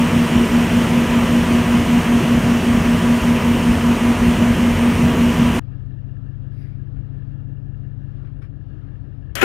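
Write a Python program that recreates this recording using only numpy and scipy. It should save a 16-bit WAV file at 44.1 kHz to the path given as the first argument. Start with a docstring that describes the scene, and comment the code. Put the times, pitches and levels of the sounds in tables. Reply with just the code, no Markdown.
"""Generator in a yard, starter in a shed

A big diesel generator runs outdoors in mono: sines on its engine orders, a fan tone beating against one
order, a repeated knock pattern and filtered noise for the roar. A hard cut leads to a shed, on the left with
faint crosstalk on the right: an engine idles some way off, a noise jet sprays briefly, things clink and thud,
then a solenoid snaps and its pinion rings the flywheel as decaying modes."""
import sys
import numpy as np
from scipy import signal
from scipy.fft import rfft, irfft, next_fast_len
from scipy.io import wavfile
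from scipy.ndimage import uniform_filter1d, map_coordinates

SR = 44100
rng = np.random.default_rng(int(sys.argv[2]) if len(sys.argv) > 2 else 0)


def inscribe(sig):
    """Save sig as 16-bit PCM at rate SR to the path in sys.argv[1].

    A 1-D sig is mono; a 2-D sig holds one channel per row.
    Samples are clipped to [-1, 1] before scaling.
    """
    pcm = np.round(np.clip(np.atleast_2d(sig).T, -1, 1) * 32767)
    wavfile.write(sys.argv[1], SR, pcm.astype(np.int16))


N = 416304
TIME = np.arange(N) / SR  # s

# Spectrum of the low murmur of the shed. Each row: frequency in Hz, relative density in dB per Hz.
MURMUR_SPECTRUM = [(14, -30), (30, -5), (70, -7.5), (140, -12.5), (185, -15), (235, -20.5), (280, -15.5),
                   (350, -21.5), (530, -30.5), (960, -43.5), (1300, -70), (2500, -120)]


def amp(db):
    """A level in decibels is twenty times the logarithm of the amplitude ratio returned here."""
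    return 10 ** (np.asarray(db) / 20)


def unit(x):
    """Division by the root mean square brings a signal to rms 1."""
    return x / np.sqrt(np.mean(x ** 2) + 1e-20)


def wobble(rate):
    """Spline interpolation of random knots, rate a second, gives a slow, smooth fluctuation."""
    knots = rng.standard_normal(int(N * rate / SR) + 4)
    return map_coordinates(knots, [np.arange(N) * rate / SR])


def filtered(x, response):
    """Linear filtering multiplies the spectrum of x by a response of frequency in Hz."""
    size = next_fast_len(N + 8192)
    spectrum = rfft(x, size) * response(np.fft.rfftfreq(size, 1 / SR))
    return irfft(spectrum, size)[..., :N]


def coloured(x, spectrum):
    """A spectral envelope, linear in dB over log frequency, shapes x, which is returned at rms 1."""
    f, db = np.transpose(spectrum)
    return unit(filtered(x, lambda hz: amp(np.interp(np.log(hz + 1), np.log(f + 1), db))))


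def rush(spectrum, patchy_db=0.):
    """Turbulence is broadband noise whose strength varies in patches of time and frequency."""
    cells = signal.stft(rng.standard_normal(N), nperseg=512)[2]
    patches = uniform_filter1d(rng.standard_normal(cells.shape), size=5, axis=0)
    patches = uniform_filter1d(patches, size=10, axis=1)
    noise = signal.istft(cells * amp(patchy_db * unit(patches)), nperseg=512)[1][:N]
    return coloured(noise, spectrum)


def tone(turns, db):
    """A rotating phase, counted in turns, gives a sine, here of rms level db."""
    return np.sqrt(2) * amp(db) * np.cos(2 * np.pi * turns)


def clatter(turns, spectrum, size):
    """A random pattern of size steps, repeated every cycle, has lines on all orders of the cycle."""
    pattern = rng.standard_normal(size)
    return coloured(pattern[(turns % 1 * size).astype(int)], spectrum)


def ramp(start_s, end_s):
    """A linear transition goes from 0 at its start to 1 at its end."""
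    return np.clip((TIME - start_s) / (end_s - start_s), 0, 1)


def struck(start_s, rise_s, t60):
    """An impact rises fast and decays exponentially, by 60 dB in t60 seconds."""
    t = np.maximum(TIME - start_s, 0)
    return (1 - np.exp(-t / rise_s)) * amp(-60 * t / t60)


# Shed sources: their levels stand before the gain of two in scene().

def murmur():
    """Diffuse ambient sound is stationary noise, a low band here with a fainter treble band."""
    # Each row: frequency in Hz, relative density in dB per Hz.
    air_spectrum = [(410, -27), (700, -4), (1050, -6.5), (1300, -1.5), (1900, -13), (2500, -14.5),
                    (3100, -15.5), (6100, -31), (6600, -49), (8200, -48), (8700, -37), (12500, -43),
                    (13500, -60), (15800, -63)]
    low = amp(-45.5 + 0.77 * wobble(3.2)) * rush(MURMUR_SPECTRUM, patchy_db=0.5)
    return low + amp(-66.5 + 1.1 * wobble(5)) * rush(air_spectrum, patchy_db=1.3)


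def spray():
    """A can's jet is turbulent noise; its treble peaks before its body."""
    # Each row: frequency in Hz, relative density in dB per Hz.
    jet_spectrum = [(900, -28), (1600, -5), (2250, -3), (2900, -17), (3500, -21), (3850, -12), (4300, -21),
                    (4800, -13), (5300, -19), (5800, -24), (6600, -42), (8300, -40), (9900, -24),
                    (15800, -34)]
    start_s, peak_s, treble_lead_s = 6.49, 6.67, 0.046
    peak_db, swell_db_per_s, fade_db_per_s = -62.5, 70, 100
    split_hz = 3800

    def split(hz):
        treble = 1 / (1 + (split_hz / (hz + 1)) ** 6)
        return np.array([1 - treble, treble])

    bands = filtered(rush(jet_spectrum, patchy_db=2.0), split)
    late = TIME - peak_s + np.array([[0], [treble_lead_s]])
    level_db = peak_db + np.minimum(swell_db_per_s * late, -fade_db_per_s * late)
    return ramp(start_s, start_s + .04) * (amp(level_db) * bands).sum(axis=0)


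def clinks():
    """A small impact excites a dense set of resonances, heard as coloured noise that decays."""
    # Each row: start in seconds, level in dB before dulling, frequency in Hz above which it is dulled.
    hits = [(6.96, -60, 4000), (8.245, -59, 4000), (8.27, -61, 3000), (8.417, -51.5, 12000),
            (8.44, -58, 5000)]
    # Each row: frequency in Hz, relative density in dB per Hz.
    tin_spectrum = [(450, -30), (800, -14), (1370, -2), (2000, -8), (2340, -7), (2700, -13), (4300, -24),
                    (5200, -21), (6500, -40), (8300, -38), (10100, -26), (15000, -50)]
    tin = rush(tin_spectrum)
    out = np.zeros(N)
    for s, db, dull_hz in hits:
        dulled = filtered(tin, lambda hz: 1 / np.hypot(1, (hz / dull_hz) ** 2))
        out += amp(db) * struck(s, .003, t60=0.13) * dulled
    return out


def thuds():
    """A soft push gives the floor a short, heavily damped low pulse and makes a floorboard ring."""
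    # Each row: start in seconds, gain of the low pulse in dB, gain of the board in dB.
    pushes = [(5.83, -39, -75), (6.962, -34, -56), (8.99, -42, -75), (9.291, -38, -75)]
    board_hz, board_t60_s = 760, .09
    out = np.zeros(N)
    for s, db, board_db in pushes:
        t = np.maximum(TIME - s, 0)
        pulse = t / 0.011 * np.exp(1 - t / 0.018)
        out += amp(db) * pulse * np.sin(2 * np.pi * 58 * t)
        out += amp(board_db) * struck(s, .002, board_t60_s) * np.sin(2 * np.pi * board_hz * t)
    return out


def idle_drone(turns):
    """Eight firings of uneven size per cycle sound as harmonics (orders) of the cycle rate."""
    # Each row: order of the cycle, rms level in dB at rest, rms level in dB with the throttle nudged.
    orders = [(7, -56, -59), (8, -42, -44.5), (10, -52, -50), (11, -53, -52), (13, -54, -54),
              (16, -41.5, -41), (18, -54, -49), (19, -37.5, -47), (21, -47.5, -44), (23, -52, -57),
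              (24, -36, -43), (27, -52, -56), (29, -58, -55), (32, -55, -61), (35, -53.5, -60),
              (40, -64, -66), (47, -55.5, -59)]
    # Upper orders. Each row: frequency in Hz, relative density in dB per Hz.
    chug_spectrum = [(130, -42), (160, 3), (200, -14), (235, -10), (290, -1), (400, -16), (620, -19),
                     (1000, -40), (2000, -120)]
    throttle = ramp(8, 8.8)  # nudged open
    out = amp(-53) * clatter(turns, chug_spectrum, size=2000)
    for order, rest_db, open_db in orders:
        phase = order * turns + rng.random() + 0.0019 * order * wobble(5)
        level_db = rest_db + throttle * (open_db - rest_db) + 0.019 * order * wobble(3.5)
        out += tone(phase, level_db)
    return out


def valve_taps(turns):
    """Noise bursts locked to the shaft excite the resonances of the valve gear."""
    # Each row: place in the cycle from 0 to 1, length in cycles, level in dB.
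    taps = [(0, .08, -3), (.15, .05, -8), (.29, .03, -7), (.43, .04, 0)]
    # Resonances, applied twice. Each row: frequency in Hz, width in Hz, level in dB per pass.
    rattle = [(1703, 190, -2.5), (2750, 180, -8.5)]
    gate = np.full(N, 0.43)  # noise between the taps
    for place, length, db in taps:
        distance = (turns - place + .5) % 1 - .5
        gate += amp(db) * np.exp(-(distance / length) ** 2)
    bursts = gate * amp(1.2 * wobble(14)) * rng.standard_normal(N)

    def ring(hz):
        return sum(amp(db) * 1j * hz * width / (centre ** 2 - hz ** 2 + 1j * hz * width)
                   for centre, width, db in rattle)

    return amp(-68.5) * unit(filtered(filtered(bursts, ring), ring))


def idler():
    """The shaft phase, the integral of the cycle rate, drives both the drone and the valve taps."""
    # Each row: time in seconds, engine cycles a second.
    idle_speed = [(5.6, 5.5), (5.8, 5.503), (6.1, 5.6), (6.6, 5.708), (7.0, 5.69), (7.7, 5.748),
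                  (8.22, 5.685), (8.55, 5.92), (9.0, 5.81)]
    s, cycles_per_s = np.transpose(idle_speed)
    turns = np.cumsum(np.interp(TIME, s, cycles_per_s)) / SR
    turns -= turns[round(6.09 * SR)]  # a cycle starts, with a tap, at 6.09 s
    return idle_drone(turns) + valve_taps(turns)


def starter():
    """A snap and a whirr are noise bursts; the pinion's impacts excite decaying modes of teeth and housing."""
    # Pinion on ring gear. Each row: start in seconds, then levels in dB of tooth ring, housing, scrape
    # and crack.
    blows = [(9.412, -15, -40, -14.5, -30), (9.4257, -25, -11.5, -33, -31)]
    # Modes. Each row: frequency in Hz, relative level in dB, 60 dB decay time in seconds.
    teeth = [(2540, 3.5, 0.065), (1590, -4, 0.045), (2950, -5, 0.028), (6800, -5, 0.035)]
    housing = [(240, -4.5, .3), (366, 1.5, 0.31), (490, -4.5, .2), (786, -3, 0.11), (1024, -10, .15),
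               (1430, -1.5, 0.13)]
    # Spectra. Each row: frequency in Hz, relative density in dB per Hz.
    whirr_spectrum = [(88, -53), (150, -26), (194, -8.5), (678, -7), (749, -13), (851, -20), (1010, -9.5),
                      (1660, -2.5), (2150, -6.5), (2940, -6.5), (4500, -30), (5850, -47), (9900, -120)]
    snap_spectrum = [(2350, -27), (4000, -3), (4670, -5), (6560, -6.5), (8020, -9), (11700, -7),
                     (15000, -11), (15800, -23)]
    snap_s = 9.3532  # the solenoid
    whirr = amp(-29) * ramp(snap_s, snap_s + 0.00085)
    treble = amp(-20.5) * struck(snap_s, 0.0008, t60=0.02)
    treble += amp(-38.5) * struck(snap_s, .004, t60=0.45)  # trailed by the motor
    out = np.zeros(N)
    for s, teeth_db, housing_db, scrape_db, crack_db in blows:
        whirr += amp(scrape_db) * struck(s, .003, t60=0.11)
        treble += amp(crack_db) * struck(s, .003, t60=0.095)
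        t = np.arange(N - round(s * SR)) / SR
        for db, modes, rise_s in ((teeth_db, teeth, .004), (housing_db, housing, .003)):
            ring = np.zeros(len(t))
            for hz, level_db, t60 in modes:
                decay = amp(db + level_db - 60 * t / t60)
                ring += decay * np.sin(2 * np.pi * (hz * t + rng.random()))
            out[-len(t):] += (1 - np.exp(-t / rise_s)) * ring
    return out + whirr * rush(whirr_spectrum) + treble * rush(snap_spectrum)


def generator():
    """A governed engine radiates steady orders; a close fan tone beats with one at the difference frequency."""
    # Each row: order of the engine cycle, rms level in dB before the bass change.
    exhaust = [(3, -34), (5, -36), (6, -30.5), (7, -41.5), (9, -37.5), (10, -36.5), (11, -31), (12, -36.5),
               (14, -42), (15, -37), (16, -20.5), (17, -43), (18, -39), (19, -46), (22, -42.5), (24, -43.5),
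               (27, -44.5), (28, -42.5), (34, -44.5), (42, -43), (45, -47.5), (60, -42.5), (65, -50),
               (66, -43.5), (72, -51.5), (74, -53), (76, -46.5), (81, -45.5), (120, -47.5), (123, -52)]
    # Each row: order of the blade rate, rms level in dB before the bass change.
    fan = [(1, -18.5), (2, -37), (3, -45)]
    # Spectra. Each row: frequency in Hz, relative density in dB per Hz.
    knock_spectrum = [(200, -40), (290, -10.5), (450, -8), (700, -7.5), (830, -18), (1000, -6), (1400, -20),
                      (1900, -5.5), (2400, -31), (3000, -50)]
    rumble_spectrum = [(15, -39), (28, -21.5), (40, -8.5), (60, -4), (90, -3), (125, -4.5), (170, -0.5),
                       (215, -1.5), (280, -12.5), (340, -45)]
    roar_spectrum = [(160, -34.5), (270, 1.5), (310, -4.5), (368, -2), (437, -9), (463, -8), (550, -9.5),
                     (692, -9.5), (822, -12.5), (966, -10), (1380, -13), (1860, -14.5), (2980, -13.5),
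                     (3540, -23), (4200, -35), (5460, -57), (9240, -120)]
    hiss_spectrum = [(2120, -27), (3600, -10.5), (3970, -0.5), (4970, -2.5), (5520, 0.5), (6770, -0.5),
                     (7710, -4.5), (8830, -0.5), (10600, -11), (14000, -10), (15100, -25), (15800, -24.5)]
    cycle_hz, blade_hz = 15.0165, 235.12
    beat_order = 16  # about five beats a second with the blade tone
    out = np.zeros(N)
    for order, db in exhaust:
        if order == beat_order:  # starts in step with the fan, so the hum opens on a swell
            start, phase_depth, depth_db = 0, .01, .6
        else:
            start, phase_depth, depth_db = rng.random(), .03, 2.
        phase = order * cycle_hz * TIME + start + phase_depth * wobble(2.91)
        out += tone(phase, db + depth_db * wobble(2.484))
    for order, db in fan:
        phase = order * (blade_hz * TIME + 0.0085 * wobble(2.5))
        out += tone(phase, db + 0.26 * order * wobble(2.3))
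    turn = ramp(1.15, 3.6)  # the microphone swings round once
    out += amp(-33.5 + 0.385 * wobble(1.4)) * clatter(cycle_hz * TIME, knock_spectrum, size=1500)
    out += amp(-21 + 0.24 * wobble(3.9)) * rush(rumble_spectrum, patchy_db=2.0)
    out += amp(-23.5 - 0.9 * turn + 0.23 * wobble(12)) * rush(roar_spectrum, patchy_db=1.)
    # the swing takes the bass from -1.9 to +0.4 dB
    bass = filtered(out, lambda hz: 1 / (1 + (hz / 115) ** 6))
    out += (amp(-1.9 + 2.3 * turn) - 1) * bass
    return out + amp(-38 - turn + 0.35 * wobble(11)) * rush(hiss_spectrum, patchy_db=1.1)


def scene():
    """Superposition adds the sources: yard, then shed, with faint, thin crosstalk on the shed's right."""
    cut_s = 5.5955
    yard = np.clip((cut_s - TIME) / 0.0013, 0, 1)
    near = starter()
    left = 2 * (idler() + murmur() + spray() + clinks() + thuds() + near)
    thin = filtered(np.roll(near, 40), lambda hz: hz / np.hypot(hz, 900))  # 40 samples late
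    right = amp(-51) * left + amp(-17) * thin + amp(-80) * rush(MURMUR_SPECTRUM)
    return yard * generator() + (1 - yard) * np.array([left, right])


def record(dry):
    """Soft saturation rounds peaks just under full scale, then a low-pass limits the band."""
    top_hz = 15750
    soft = dry / (1 + np.abs(dry / .98) ** 8) ** (1 / 8)
    return filtered(soft, lambda hz: np.clip((top_hz - hz) / 150, 0, 1))


dry = scene()
out = record(dry)
inscribe(out)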